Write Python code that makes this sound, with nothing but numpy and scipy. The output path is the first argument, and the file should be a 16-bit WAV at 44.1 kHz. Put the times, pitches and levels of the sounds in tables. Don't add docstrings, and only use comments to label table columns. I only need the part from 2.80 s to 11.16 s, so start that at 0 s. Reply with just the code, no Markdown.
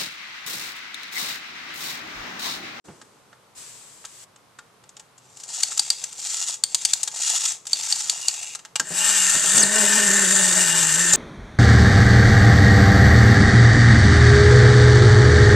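import sys
import numpy as np
from scipy import signal
from scipy.fft import rfft, irfft
from scipy.io import wavfile
from scipy.ndimage import uniform_filter1d, minimum_filter1d

SR = 44100
rng = np.random.default_rng(int(sys.argv[2]) if len(sys.argv) > 2 else 0)


def digitize_waveform(pressure):
    field = np.atleast_2d(pressure).T
    bounded = np.clip(field, -1, 1)
    quanta = np.round(bounded * 32767).astype(np.int16)
    wavfile.write(sys.argv[1], SR, quanta)


N = 368676
FILTER_SIZE = 4096
TIME = np.arange(N) / SR
HZ = np.maximum(np.arange(FILTER_SIZE // 2 + 1) * SR / FILTER_SIZE, 1)

# pitch_hz, level_db
AIR_COLOUR = [(15, -54), (25, -17), (79, -14.5), (118, -1), (257, -9), (326, -9.5), (450, -4), (637, -8.5),
              (1120, -6), (1760, -13.5), (2130, -14), (2370, -15), (9770, -22.5), (12100, -29),
              (15000, -37)]
# pitch_hz, likeness
AIR_LIKENESS = [(50, .05), (110, 0.8), (500, 0.62), (1500, 0.41), (5000, 0.28), (12000, 0.13)]
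# pitch_hz, level_db
RUSTLE_COLOUR = [(88, -33), (200, -2), (380, 2), (800, -11), (1200, -7), (2400, -20), (8000, -10.5),
                 (12000, -29), (15600, -62)]
# start_s, level_db
BUMPS = [(0.083, -30.5), (6.004, -31), (6.106, -27), (6.546, -23.5), (6.639, -25), (6.74, -23),
         (6.774, -19.5), (6.828, -21.5), (8.333, -15)]
# pitch_hz, level_db
BUMP_COLOUR = [(40, -28), (90, -10), (165, 1), (260, -5.5), (450, -5), (900, -10.5), (3000, -24.5),
               (12000, -66)]
# pitch_hz, likeness
RING_LIKENESS = [(200, .965), (500, .96), (2000, .94), (5000, .82), (8000, .76), (12000, .4)]
# start_s, treble_db, body_db
TAPS = [(0.2131, -34, -39.5), (0.528, -49, -38.5), (1.2406, -48, -33), (1.2496, -19.5, -38),
        (1.559, -40, -50.5), (1.7869, -30, -35), (2.0363, -41, -50), (2.0911, -32.5, -55),
        (2.166, -28, -45), (2.1947, -26, -41), (2.3778, -33.5, -55), (2.569, -26, -49), (2.6, -25, -48),
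        (2.6348, -22, -45), (2.915, -30, -32), (2.9742, -8, -36), (3.103, -20, -30.5), (3.238, -12, -37),
        (3.3253, -22.5, -46), (4.2309, -5.5, -35.5), (4.2752, -10, -27), (4.4977, -6, -39),
        (4.8527, -27, -47), (4.8676, -13.5, -39.5), (5.7495, -14, -32), (5.79, -30, -40),
        (5.8493, -27, -36.5), (5.9562, -7.5, -23), (5.9966, -5, -21), (6.778, 0, -25), (8.332, 6.5, -27)]
# pitch_hz, width_hz, boost_db
SHELL_RINGS = [(856, 50, 13), (1328, 194, 9), (1617, 31, 8), (1835, 170, 4.5), (2880, 280, 5.5),
               (3410, 390, 2.5), (3764, 95, 5.5), (4750, 200, 2.5), (5840, 340, -4), (6050, 600, 2.5),
               (6950, 580, 3), (8120, 1100, 3), (10030, 320, 5)]
# time_s, level_db
HISS_LEVELS = [(.75, -52), (.78, -40), (.95, -44.5), (1.2, -50), (1.32, -47.5), (1.44, -44), (1.46, -69)]
# pitch_hz, level_db
HISS_COLOUR = [(500, -11), (1260, -8.5), (3400, -6), (6000, -2.5), (7800, 4.5), (9000, -4.5), (10500, -9.5),
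               (12000, -16), (14000, -17)]
# start_s, pitch_hz, fade_s, level_db
CLONKS = [(1.789, 1414, 0.069, -37.5), (5.958, 2850, 0.034, -18), (5.999, 1595, 0.052, -16.5)]
# time_s, beats_per_s
MOTOR_SPEED = [(6.2, 183), (6.3, 198), (6.44, 187), (6.62, 175), (6.8, 208), (7.12, 211), (7.78, 181),
               (8.09, 158), (8.36, 188)]
# start_s, peak_s, stop_s, level_db, sag_db_per_s
GEAR_RUNS = [(2.35, 2.68, 2.7, -42, 20), (2.67, 2.786, 3.49, -29, 23.5), (3.347, 3.55, 3.74, -26.5, 12),
             (3.846, 4.072, 4.28, -31, 39), (4.296, 4.495, 4.72, -20, 20), (4.853, 5.072, 5.74, -24.5, 17)]
# pitch_hz, level_db
HELD_COLOUR = [(100, -55), (400, -38), (800, -27.5), (1200, -22), (1700, -15), (2400, -14.5), (3500, -9),
               (5500, -3.5), (6500, -1), (7400, 2), (8500, -5.5), (10000, -17.5), (11500, -22.5),
               (14000, -27)]
# pitch_hz, fade_s, level_db
WHEEL_RINGS = [(2850, 0.051, -20), (4850, 0.091, -28), (5950, 0.024, -21), (6930, 0.035, -17.5),
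               (7430, 0.044, -16.5), (7550, 0.05, -18), (8540, 0.045, -16)]
# start_s, level_db, pitch_hz, ring_db
PAWL_SNAPS = [(2.8323, -1.5, 4510, -15), (2.994, 0.5, 4640, -11.5), (3.1026, -2.5, 4680, -11.5),
              (3.8369, -1, 4530, -14), (3.946, 1, 4870, -22), (4.0502, 2, 4570, -16),
              (4.134, 1, 4750, -19.5), (4.9315, -6, 4560, -5), (5.1248, -6, 4590, -7),
              (5.2965, 1, 4560, -19.5), (5.483, -1, 4540, -14.5)]
# pitch_hz, level_db
CRACK_COLOUR = [(200, -15), (800, -18), (2200, -12), (4300, 0.5), (5500, -3.5), (7000, 5.5), (8600, 3.5),
                (10500, -17), (14000, -20)]
# multiple_of_snap_pitch, level_db, fade_s
FRAME_RINGS = [(0.174, -21.5, 0.042), (0.352, -33, 0.014), (.76, -16, 0.021), (0.911, -9, 0.019),
               (1.002, 6, 0.02), (1.07, -8, 0.017), (1.5, -0.5, 0.01), (1.83, -12, 0.023)]
# pitch_hz, level_db
GEAR_COLOUR = [(100, -49), (800, -24.5), (2400, -15.5), (4000, -14.5), (5500, -11.5), (6500, -6.5),
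               (7400, -2.5), (8500, -5.5), (10000, -19.5), (11500, -24), (14000, -29.5)]
# pitch_hz, level_db
RATTLE_COLOUR = [(60, -46), (130, -2.5), (300, -3.5), (700, -6.5), (1500, 7.5), (2400, -3.5), (3500, -5.5),
                 (4500, -7), (8000, -26)]
# pitch_hz, width_hz, boost_db
RATTLE_RINGS = [(403, 47, 19), (619, 87, 23.5), (867, 210, 13.5), (1076, 15, 15), (1527, 98, 9),
                (1798, 224, 21), (2033, 110, 12), (2850, 180, 17)]
# start_s, length_s, start_hz, end_hz, level_db
SQUEAKS = [(6.768, 0.0067, 8130, 7100, -9), (6.788, 0.029, 6900, 6050, -11.5),
           (6.82, 0.024, 5550, 3760, -17.5), (6.827, 0.0125, 8530, 7640, -9), (8.324, .009, 7130, 7050, -8),
           (8.343, 0.014, 7000, 6170, -15)]
# pitch_hz, level_db
LEFT_OVER_RIGHT = [(200, -.7), (900, -1.2), (3000, -.3), (6700, 0), (7400, 3.5), (8200, 9.5), (10000, 7.5),
                   (11000, 10), (13000, 14)]


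def from_db(db):
    return 10 ** (np.asarray(db) / 20)


def unit_power(x):
    return x / np.sqrt(np.mean(x ** 2) + 1e-20)


def at_hz(points):
    hz, value = np.transpose(points)
    return np.interp(np.log(HZ), np.log(hz), value)


def response(colour, rings=()):
    humps_db = sum(db / (1 + (2 * (HZ - hz) / width) ** 2) for hz, width, db in rings)
    return unit_power(from_db(at_hz(colour) + humps_db))


def filtered(x, gain):
    cepstrum = irfft(np.log(gain + 1e-9))
    cepstrum[1:FILTER_SIZE // 2] *= 2
    cepstrum[FILTER_SIZE // 2 + 1:] = 0
    impulse = irfft(np.exp(rfft(cepstrum)))[:FILTER_SIZE // 2]
    return signal.oaconvolve(np.atleast_2d(x), impulse[None], axes=1)[:, :x.shape[-1]]


def drift(per_s):
    targets = rng.standard_normal(N // 10)
    return unit_power(np.interp(TIME * per_s, np.arange(len(targets)), targets))


def ramp(start_s, takes_s):
    return np.clip((TIME - start_s) / takes_s, 0, 1)


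def dying(fade_s, size=8192):
    return np.exp(-np.log(1000) * TIME[:size] / fade_s)


def stereo_noise(size, likeness=RING_LIKENESS):
    alike = np.clip(at_hz(likeness), 0, .999)
    mid, side = rng.standard_normal((2, size))
    return filtered(mid, np.sqrt((1 + alike) / 2)) + filtered(side, np.sqrt((1 - alike) / 2)) * [[1], [-1]]


def burst(fade_s, size=8192):
    return stereo_noise(size) * dying(fade_s, size)


def blow(fade_s, rise_s, rattle_db):
    t = TIME[:8192]
    ragged = np.interp(t * 900, np.arange(200), rng.standard_normal(200))
    swell = 1 - np.exp(-t / rise_s)
    return burst(fade_s) * swell * from_db(rattle_db * np.clip(ragged, -2, 2))


def ringing(strikes, hz, fade_s):
    decay = from_db(-60 / (fade_s * SR))
    feedback = [1, -2 * decay * np.cos(2 * np.pi * hz / SR), decay * decay]
    return unit_power(signal.lfilter([1, 0, -1], feedback, strikes + 1e-18))


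def add(out, start_s, sound):
    start = round(start_s * SR)
    out[:, start:start + sound.shape[1]] += sound[:, :N - start]


def room_air(level_db=-56.5, whine_hz=11806, whine_db=-80):
    air = from_db(level_db) * filtered(stereo_noise(N, AIR_LIKENESS), response(AIR_COLOUR))
    return air + from_db(whine_db) * np.sin(2 * np.pi * whine_hz * TIME)


def handling_rustle(peak_s=0.017, level_db=-49, fade_db_per_s=36):
    level = from_db(level_db - fade_db_per_s * np.abs(TIME - peak_s))
    return level * filtered(stereo_noise(N, AIR_LIKENESS), response(RUSTLE_COLOUR))


def dull_bumps(gain_db=-8, fade_s=0.2):
    out = np.zeros((2, N))
    for start_s, db in BUMPS:
        add(out, start_s, from_db(db + gain_db) * filtered(burst(fade_s), response(BUMP_COLOUR)))
    return out


def shell_taps():
    out = np.zeros((2, N))
    shell = response([(100, 0), (15000, 0)], SHELL_RINGS)
    for start_s, treble_db, body_db in TAPS:
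        colour = [(150, body_db - 12), (800, body_db + 7), (1600, body_db + 7),
                  (3400, (body_db + treble_db) / 2 + 2), (7500, treble_db + 2), (12000, treble_db - 22)]
        tap = blow(fade_s=0.038, rise_s=0.0018, rattle_db=3)
        add(out, start_s, from_db(1.5) * filtered(tap, shell * from_db(at_hz(colour))))
    return out


def lifting_hiss():
    level = from_db(np.interp(TIME, *np.transpose(HISS_LEVELS), left=-np.inf, right=-np.inf))
    return level * filtered(stereo_noise(N, AIR_LIKENESS), response(HISS_COLOUR))


def hollow_clonks():
    out, t = np.zeros((2, N)), TIME[:8192]
    for start_s, hz, fade_s, db in CLONKS:
        pair = np.sin(2 * np.pi * hz * t) + 0.39 * np.sin(2 * np.pi * 0.85 * hz * t)
        add(out, start_s, (from_db(db) * pair * dying(fade_s))[None])
    return out


def motor_speed(cam_per_s=4.88, slowest_s=7.485, swing=0.025):
    load = np.cos(2 * np.pi * cam_per_s * (TIME - slowest_s))
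    return np.interp(TIME, *np.transpose(MOTOR_SPEED)) * (1 - swing * load)


def gear_runs(catch_s=0.048, swell_db_per_s=68, brake_db_per_s=466):
    strength = np.zeros(N)
    for start_s, peak_s, stop_s, db, sag_db_per_s in GEAR_RUNS:
        below_peak_db = (swell_db_per_s * np.maximum(peak_s - TIME, 0)
                         + sag_db_per_s * np.maximum(TIME - peak_s, 0)
                         + brake_db_per_s * np.maximum(TIME - stop_s, 0))
        strength += ramp(start_s, catch_s) * from_db(db - below_peak_db)
    return strength


def motor_strikes(beat_count, teeth_per_s, teeth_db, uneven_db, surge_db):
    beats = np.diff(np.floor(beat_count), prepend=0)
    teeth = (rng.random(N) < teeth_per_s / SR) * rng.choice([-1, 1], N)
    strength_db = uneven_db * np.clip(rng.standard_normal(N), -2, 2) + surge_db * drift(70)
    return (beats + from_db(teeth_db) * teeth) * from_db(strength_db)


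def tin_chatter(strikes, fade_s, spots=12, shifts_per_s=14):
    spot = np.floor(TIME * shifts_per_s + rng.uniform(0, 4, N)) % spots
    out = np.zeros((2, N))
    for k in range(spots):
        hits = strikes * (spot == k)
        out += signal.oaconvolve(hits[None], burst(fade_s, size=2048), axes=1)[:, :N]
    return unit_power(out)


def singing_wheels(strikes, swell_db=5):
    out = np.zeros((2, N))
    for hz, fade_s, db in WHEEL_RINGS:
        tightness = from_db(swell_db * np.clip(drift(22), -2, 2))
        out += from_db(db) * ringing(strikes * tightness, hz, fade_s)
    return out


def motor_in_hand(beat_count, loosen_s=5.33):
    strikes = motor_strikes(beat_count, teeth_per_s=1400, teeth_db=0.5, uneven_db=3.5, surge_db=1.75)
    chatter = tin_chatter(strikes, fade_s=0.018)
    gears = from_db(-0.25) * filtered(chatter, response(HELD_COLOUR, SHELL_RINGS))
    wheels = from_db(-8) * singing_wheels(chatter)
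    shell = from_db(-12.5) * ramp(loosen_s, takes_s=0.15) * ringing(chatter, hz=2850, fade_s=0.027)
    return gear_runs() * (gears + wheels + shell)


def key_knocks(per_s=35, knock_db=-62, rasp_db=-54):
    runs = gear_runs()
    effort = (runs / runs.max()) ** 0.65
    knocks = (rng.random(N) < per_s / SR) * effort
    body = sum(ringing(knocks * rng.uniform(-0.86, 1, N), hz, fade_s=0.024) for hz in [740, 890])
    rasp = ringing(rng.standard_normal(N), hz=860, fade_s=0.043)
    return from_db(knock_db) * body + from_db(rasp_db) * effort * rasp


def ratchet(crack_db=-9, ring_boost_db=4, bass_cut_hz=900):
    out, t = np.zeros((2, N)), TIME[:8192]
    for start_s, db, pitch_hz, ring_db in PAWL_SNAPS:
        crack = filtered(blow(fade_s=0.029, rise_s=0.000096, rattle_db=3.5), response(CRACK_COLOUR))
        ring = np.zeros_like(crack)
        for multiple, tone_db, fade_s in FRAME_RINGS:
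            ear_levels = from_db(tone_db + 2 * rng.standard_normal((2, 1)))
            tone = np.sin(2 * np.pi * (multiple * pitch_hz * t + rng.random()))
            ring += ear_levels * dying(fade_s) * tone
        ring *= 1 - dying(0.0052)
        snap = from_db(crack_db) * crack + from_db(ring_boost_db + ring_db) * ring
        add(out, start_s, from_db(db) * snap)
    return signal.sosfilt(signal.butter(2, bass_cut_hz, "high", fs=SR, output="sos"), out)


def table_strengths(start_s=6.013, let_go_s=6.637, dip_s=6.895, usual_beats_per_s=204.4):
    octaves = np.log2(motor_speed() / usual_beats_per_s)
    grip = 1 - ramp(let_go_s, takes_s=0.22)
    spin_up = ramp(start_s, takes_s=0.23)
    dip_db = -4 * np.exp(-((TIME - dip_s) / 0.051) ** 2)
    drive = spin_up * from_db(dip_db)
    return (drive * np.sqrt(spin_up) * from_db(-18 + 3 * octaves),
            drive * from_db(-28.5 + 9.5 * octaves - 6 * grip),
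            drive * from_db(-29 + 16 * octaves - 13.5 * grip))


def motor_on_table(beat_count):
    whir_level, rattle_level, buzz_level = table_strengths()
    strikes = motor_strikes(beat_count, teeth_per_s=2000, teeth_db=4.5, uneven_db=2, surge_db=0.67)
    chatter = tin_chatter(strikes, fade_s=0.021)
    gears = from_db(-0.37) * filtered(chatter, response(GEAR_COLOUR, SHELL_RINGS))
    whir = gears + from_db(-1.5) * singing_wheels(chatter)
    blows = motor_strikes(beat_count, teeth_per_s=700, teeth_db=-7, uneven_db=1, surge_db=1)
    rattle = from_db(2) * filtered(tin_chatter(blows, fade_s=0.011), response(RATTLE_COLOUR, RATTLE_RINGS))
    hum = from_db(1.5 * drift(40)) * np.sin(2 * np.pi * beat_count)
    overtones = sum(from_db(db + 4.2 * drift(150)) * np.sin(2 * np.pi * multiple * beat_count)
                    for multiple, db in [(2, -7), (3, -9)])
    buzz = hum + overtones * buzz_level / buzz_level.max()
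    return whir_level * whir + rattle_level * rattle + buzz_level * buzz


def base_squeaks():
    out = np.zeros((2, N))
    waver = 1 + .012 * drift(900)
    for start_s, length_s, start_hz, end_hz, db in SQUEAKS:
        progress = np.linspace(0, 1, int(length_s * SR))
        glide_hz = start_hz + (end_hz - start_hz) * progress
        hz = glide_hz * waver[int(start_s * SR):][:len(progress)]
        level = from_db(db) * np.sqrt(np.abs(np.sin(np.pi * progress)))
        add(out, start_s, (level * np.sin(2 * np.pi * np.cumsum(hz) / SR))[None])
    return out


def room_echo(x, fade_s=0.35, level_db=-13.5):
    tail = burst(fade_s, size=SR // 2)
    tail /= np.sqrt(np.sum(tail ** 2) / 2)
    return from_db(level_db) * signal.oaconvolve(x, tail, axes=1)[:, :N]


def scene():
    unsteady_speed = motor_speed() * (1 + .026 * drift(130))
    beat_count = np.cumsum(unsteady_speed) / SR
    direct = motor_in_hand(beat_count) + motor_on_table(beat_count) + ratchet() + key_knocks()
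    direct += shell_taps() + hollow_clonks() + dull_bumps() + base_squeaks()
    return direct + room_echo(direct) + room_air() + lifting_hiss() + handling_rustle()


def record(dry, cutoff_hz=14200):
    lean = from_db(at_hz(LEFT_OVER_RIGHT))
    stereo = np.vstack([filtered(dry[0], 2 * lean / (1 + lean)), filtered(dry[1], 2 / (1 + lean))])
    stereo[0] = np.append(0, stereo[0, :-1])
    fade_in = np.interp(TIME, [.04, .055], [.01, 1])
    safe_gain = 1 / np.maximum(np.abs(stereo).max(axis=0), 1)
    smooth_gain = uniform_filter1d(minimum_filter1d(safe_gain, size=65), size=65)
    treble_cut = signal.ellip(12, .1, 80, cutoff_hz, fs=SR, output="sos")
    return signal.sosfilt(treble_cut, stereo * fade_in * smooth_gain)


dry = scene()
out = record(dry)
digitize_waveform(out)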